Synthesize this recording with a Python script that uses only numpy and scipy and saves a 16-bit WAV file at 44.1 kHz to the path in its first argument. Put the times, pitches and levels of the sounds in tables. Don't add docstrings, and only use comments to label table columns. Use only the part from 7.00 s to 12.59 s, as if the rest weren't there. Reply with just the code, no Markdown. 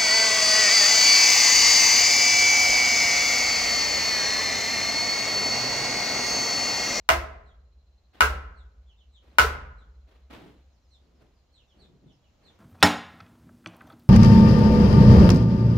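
import sys
import numpy as np
from scipy import signal
from scipy.fft import rfft, irfft
from scipy.io import wavfile

SR = 44100
rng = np.random.default_rng(int(sys.argv[2]) if len(sys.argv) > 2 else 0)


def materialize(psi):
    bounded = np.clip(np.atleast_2d(psi).T, -1, 1)
    quanta = np.round(bounded * 32767).astype(np.int16)
    wavfile.write(sys.argv[1], SR, quanta)


N = 246519

# frequency in Hz, relative density in dB per Hz.
AIR_SPECTRUM = [(20, -16.5), (50, -2.5), (72, -1), (110, -12), (170, -16), (400, -23.5), (560, -21.5),
                (1100, -29), (1800, -34.5), (3200, -34.5), (4200, -37), (7200, -39.5), (8300, -57),
                (12000, -52.5), (15500, -53.5)]
# start in seconds, nominal top pitch in Hz, relative level in dB.
BIRD_CHIRPS = [(0.44, 4100, -64), (1.54, 4390, -61), (1.85, 3500, -60.5), (1.952, 3710, -61.5),
               (2.11, 3926, -56.5), (2.755, 4190, -65), (3.89, 4245, -58.5), (4.51, 4350, -59),
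               (4.547, 3410, -61.5), (4.66, 3620, -63), (4.772, 4390, -56.5), (5.045, 3750, -61.5),
               (5.2, 3350, -66.5), (5.422, 4330, -56)]
# start in seconds, time before dying away in seconds, level in dB,
# weight from 0 (light scrape) to 1 (dull bump).
WORKER_SCUFFS = [(1.128, .06, -57.5, 0.068), (2.216, .15, -64, .26), (3.066, .08, -64, .2),
                 (3.297, 0.051, -47, .19), (3.33, .17, -53, 0.69), (4.0, .2, -68, 0.57),
                 (4.189, .045, -61.5, 0.46), (4.733, 0.12, -62, .54), (4.87, .09, -61, 0.94),
                 (5.016, .075, -55.5, 1), (5.4, 0.17, -65, .31)]
# frequency in Hz, relative density in dB per Hz.
SCRAPE_SPECTRUM = [(60, -14), (250, 4), (600, 2.5), (900, 0), (1600, -2), (3500, -6), (6000, -21.5),
                   (9000, -28.5), (15000, -27.5)]
# frequency in Hz, relative density in dB per Hz.
BUMP_SPECTRUM = [(40, -10), (90, 1), (145, 7), (230, 2), (340, 0), (520, -13), (1200, -31), (4000, -41.5),
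                 (15000, -57.5)]
# nominal frequency in Hz, T60 in seconds, relative level in dB.
WALL_MODES = [(47.2, 1.1, -3.5), (55.3, 0.7, -2.5), (61.5, 0.3, 0), (70.2, .6, 10.5), (74.5, 0.27, -5.5),
              (54.6, 3.6, -13.5), (64.7, 7, -20.5), (69.8, 5.7, -19.5)]
# start in seconds, pitch in Hz, T60 in seconds, level in dB.
BEAM_REBOUNDS = [(.128, 344, 0.32, -35.5), (1.238, 431, 0.14, -25), (2.443, 441, 0.055, -12)]
# left-ear delay in seconds, level re direct sound in dB,
# lag of the right ear in seconds (the right delay is the absolute value of the sum).
NEAR_ECHOES = [(.0008, -2, -0.013), (.0034, -0.5, -0.0021), (.0047, -6, -0.0014), (.0062, -11.5, 0.0014),
               (.0118, -6.5, -0.0077), (.0185, -8.5, -0.0054), (.031, -10, -0.012)]
# frequency in Hz, T60 in seconds.
SHED_DECAY = [(100, 1.5), (300, 0.59), (700, 0.6456), (1500, 0.6927), (3000, 0.5239), (6000, 0.4063),
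              (10000, 0.326), (15000, 0.27)]
# frequency in Hz, relative level in dB.
SHED_TAIL_COLOUR = [(100, 4), (400, 5), (1000, -5.5), (2500, -6), (6000, -4.5), (14000, 0)]
# frequency in Hz, T60 in seconds,
# relative level in dB when struck left, relative level in dB when struck right.
TIMBER_MODES = [(344.5, .35, -19.5, -32.5), (416, .08, -15.5, -17), (649.3, 0.13, 2.5, -16),
                (715, .05, -1.5, -22.5), (1028, 0.029, -3, -5), (1004, .08, -2, -11.5),
                (1324, .06, -4.5, 3), (1366, .05, -5, 5), (1484, 0.087, -14, 3), (1585, 0.12, -3.5, -2.5),
                (1974, .07, -5.5, -18.5), (2056, 0.16, -4, -14), (2430, 0.12, -18, -21.5),
                (2617, 0.22, -12.5, -13), (2855, 0.068, -11.5, -10)]
# frequency in Hz, T60 in seconds, relative level in dB.
MALLET_MODES = [(1072, .016, -1), (1307.6, .016, 1), (2014, 0.0083, -4.5)]
# frequency in Hz, relative density in dB per Hz.
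CONTACT_SPECTRUM = [(30, -13.5), (120, -8), (280, -16), (500, -2), (1000, -1), (1600, 3), (2400, -5.5),
                    (3600, -10.5), (5500, -10), (7200, -16), (9000, -26.5), (15000, -22)]
# start in seconds, relative level in dB, place from 0 (left of the post) to 1 (right),
# relative crack level in dB, relative wall shudder in dB.
MALLET_BLOWS = [(0.09, 0, 0, -4, -2.5), (1.2071, 0.5, 0.82, -10, 1.5), (2.3848, 3, 1, -4, 1.5)]

WASH_DB, WASH_GROWTH_DB_PER_S, WASH_DRIFT_DB = -68.5, 0.73, 1
INSECT_HZ, INSECT_DB, INSECT_PULSES_PER_S, INSECT_SWING_DB = 4110, -87, 17, 6
CHIRP_S, LIFT_SHARE, START_PITCH, END_PITCH = .09, .27, .86, .71
SCUFF_RISE_S, SCRAPE_T60_S, BUMP_T60_S = 0.022, .7, .35
EARLIER_S, EARLIER_DB = 1.06, 1
BAND_EDGE_HZ = 15750


def amp(db):
    return 10 ** (np.asarray(db) / 20)


def unit(x):
    return x / np.sqrt(np.mean(np.sum(x ** 2, -1)) + 1e-20)


def read(points, hz):
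    point_hz, value = np.transpose(points)
    return np.interp(np.log(hz + 1), np.log(point_hz), value)


def add(mix, start_s, sound):
    part = mix[:, round(start_s * SR):][:, :sound.shape[-1]]
    part += sound[..., :part.shape[1]]


def noise(colour_db, size, alike):
    hz = np.fft.rfftfreq(size, 1 / SR)
    mid, side = rfft(rng.standard_normal((2, size)))
    side = side * (1 - alike) * hz / (hz + 250)
    left_right = np.array([mid + side, mid - side])
    return unit(irfft(left_right * amp(colour_db(hz)), size)) * np.sqrt(size)


def drift(per_s):
    return np.interp(np.arange(N) / SR * per_s, np.arange(1000), rng.standard_normal(1000))


def air(drift_per_s=3):
    wash = noise(lambda hz: read(AIR_SPECTRUM, hz), size=N, alike=0.22)
    growth_db = WASH_GROWTH_DB_PER_S * np.arange(N) / SR
    return wash * amp(WASH_DB + growth_db + WASH_DRIFT_DB * drift(drift_per_s))


def insect(width_hz=150, uneven=0.28, swell_db=2.5):
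    band = noise(lambda hz: -20 * np.log10(1 + ((hz - INSECT_HZ) / width_hz) ** 2), size=N, alike=0)
    pulses_per_s = INSECT_PULSES_PER_S * (1 + uneven * drift(10))
    pulses = np.sin(2 * np.pi * np.cumsum(pulses_per_s) / SR)
    return band * amp(INSECT_DB + INSECT_SWING_DB * pulses + swell_db * drift(2.2))


def chirp(top_hz, db, waver=.025, overtone_db=-19):
    u = np.linspace(0, 1, round(CHIRP_S * SR))
    wobble = np.interp(u, np.linspace(0, 1, 40), rng.standard_normal(40))
    lifting = np.maximum(1 - u / LIFT_SHARE, 0)
    falling = np.maximum((u - LIFT_SHARE) / (1 - LIFT_SHARE), 0)
    glide = 1 - (1 - START_PITCH) * lifting ** 2 - (1 - END_PITCH) * falling ** 1.1
    phase = 2 * np.pi * np.cumsum(top_hz * glide * (1 + waver * wobble)) / SR
    whistle = np.sin(phase) + amp(overtone_db) * np.sin(2 * phase)
    return amp(db) * np.sin(np.pi * u ** 1.4) * whistle


def birds(bird_db=-3, direct_db=-6, faint_db=-80, yard_t60_s=.22, count=18):
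    song = np.zeros((2, N))
    faint = [(3.6 + 1.9 * a, 5000 + 2000 * b, faint_db + 5 * c) for a, b, c in rng.random((count, 3))]
    for start_s, top_hz, db in BIRD_CHIRPS + faint:
        add(song, start_s, chirp(top_hz, db))
    t = np.arange(SR // 2) / SR
    yard = unit(rng.standard_normal((2, len(t))) * amp(-60 * t / yard_t60_s))
    blurred = signal.fftconvolve(song, yard, axes=1)[:, :N]
    return amp(bird_db) * (amp(direct_db) * song + blurred)


def scuff(hold_s, db, weight, grain_db=2):
    t = np.arange(SR) / SR
    rub = noise(lambda hz: (1 - weight) * read(SCRAPE_SPECTRUM, hz) + weight * read(BUMP_SPECTRUM, hz),
                size=SR, alike=.25)
    catches = np.interp(t, np.linspace(0, 1, 150), rng.standard_normal(150))
    t60_s = (1 - weight) * SCRAPE_T60_S + weight * BUMP_T60_S
    decay_db = -60 * np.maximum(t - hold_s, 0) / t60_s
    return rub * np.minimum(t / SCUFF_RISE_S, 1) * amp(db + grain_db * catches + decay_db)


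def shudder(wall_db=-31, rise_s=0.023):
    t = np.arange(N) / SR
    sway = 0
    for k, (hz, t60_s, db) in enumerate(WALL_MODES):
        detuned_hz = hz * (1 + 0.018 * rng.standard_normal())
        sway = sway + amp(db - 60 * t / t60_s) * np.sin(2 * np.pi * detuned_hz * t + k * np.pi / 2)
    return amp(wall_db) * sway * (1 - np.exp(-(t / rise_s) ** 2))


def rebound(hz, t60_s, db, rise_s=0.0073):
    t = np.arange(SR // 2) / SR
    return amp(db - 60 * t / t60_s) * (1 - np.exp(-t / rise_s)) * np.sin(2 * np.pi * hz * t)


def shed_tail():
    hz, t, bands = signal.stft(noise(np.zeros_like, size=SR, alike=0), SR, nperseg=256)
    bands = bands * amp(read(SHED_TAIL_COLOUR, hz)[:, None] - 60 * t / read(SHED_DECAY, hz)[:, None])
    diffuse = signal.istft(bands, SR, nperseg=256)[1][:, :SR]
    return unit(diffuse * (1 - np.exp(-np.arange(SR) / SR / .008)))


def shed(near_db=-1, near_t60_s=0.22, far_db=-5, ear_lag_s=.00025):
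    t = np.arange(SR) / SR
    taps = np.zeros((2, SR))
    for delay_s, db, lag_s in NEAR_ECHOES:
        taps[0, round(delay_s * SR)] += amp(db)
        taps[1, abs(round((delay_s + lag_s) * SR))] += amp(db)
    taps = signal.lfilter([.5, .5], [1], taps)
    taps[0, 0] += 1
    taps[1, round(ear_lag_s * SR)] += 1
    scatter = noise(np.zeros_like, size=SR, alike=0) * amp(-60 * t / near_t60_s)
    scatter = unit(scatter * (1 - np.exp(-t / 0.018)))
    return taps + amp(near_db) * scatter + amp(far_db) * shed_tail()


def contact_pulse(size):
    log_gain = np.log(amp(read(CONTACT_SPECTRUM, abs(np.fft.fftfreq(size, 1 / SR)))))
    return unit(np.fft.ifft(np.exp(np.conj(signal.hilbert(log_gain)))).real)


def beam(t, place):
    ring = 0
    for k, (hz, t60_s, left_db, right_db) in enumerate(TIMBER_MODES):
        polarity_turns = k % 2 / 2
        mode = unit(amp(-60 * t / t60_s) * np.sin(2 * np.pi * (hz * t + polarity_turns)))
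        ring = ring + amp(left_db + place * (right_db - left_db)) * mode
    return unit(ring)


def mallet_head(t):
    return unit(sum(amp(db - 60 * t / t60_s) * np.cos(2 * np.pi * hz * t) for hz, t60_s, db in MALLET_MODES))


def knock(place, crack_db, knock_db=19):
    t = np.arange(SR // 2) / SR
    wood = beam(t, place) + mallet_head(t) + amp(crack_db) * contact_pulse(len(t))
    return amp(knock_db) * unit(signal.fftconvolve(wood[None], shed(), axes=1))


def scene():
    mix = air() + insect() + birds()
    for start_s, *settings in WORKER_SCUFFS:
        add(mix, start_s, scuff(*settings))
    add(mix, 0, amp(EARLIER_DB) * shudder()[round(EARLIER_S * SR):])
    for start_s, *settings in BEAM_REBOUNDS:
        add(mix, start_s, rebound(*settings))
    for start_s, db, place, crack_db, wall_db in MALLET_BLOWS:
        add(mix, start_s, amp(wall_db) * shudder())
        add(mix, start_s, amp(db) * knock(place, crack_db))
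    return mix


def record(dry):
    rounded = dry / (1 + dry ** 4) ** .25
    low_pass = signal.firwin(511, BAND_EDGE_HZ, window=("kaiser", 9), fs=SR)
    return signal.oaconvolve(rounded, low_pass[None], "same")


dry = scene()
out = record(dry)
materialize(out)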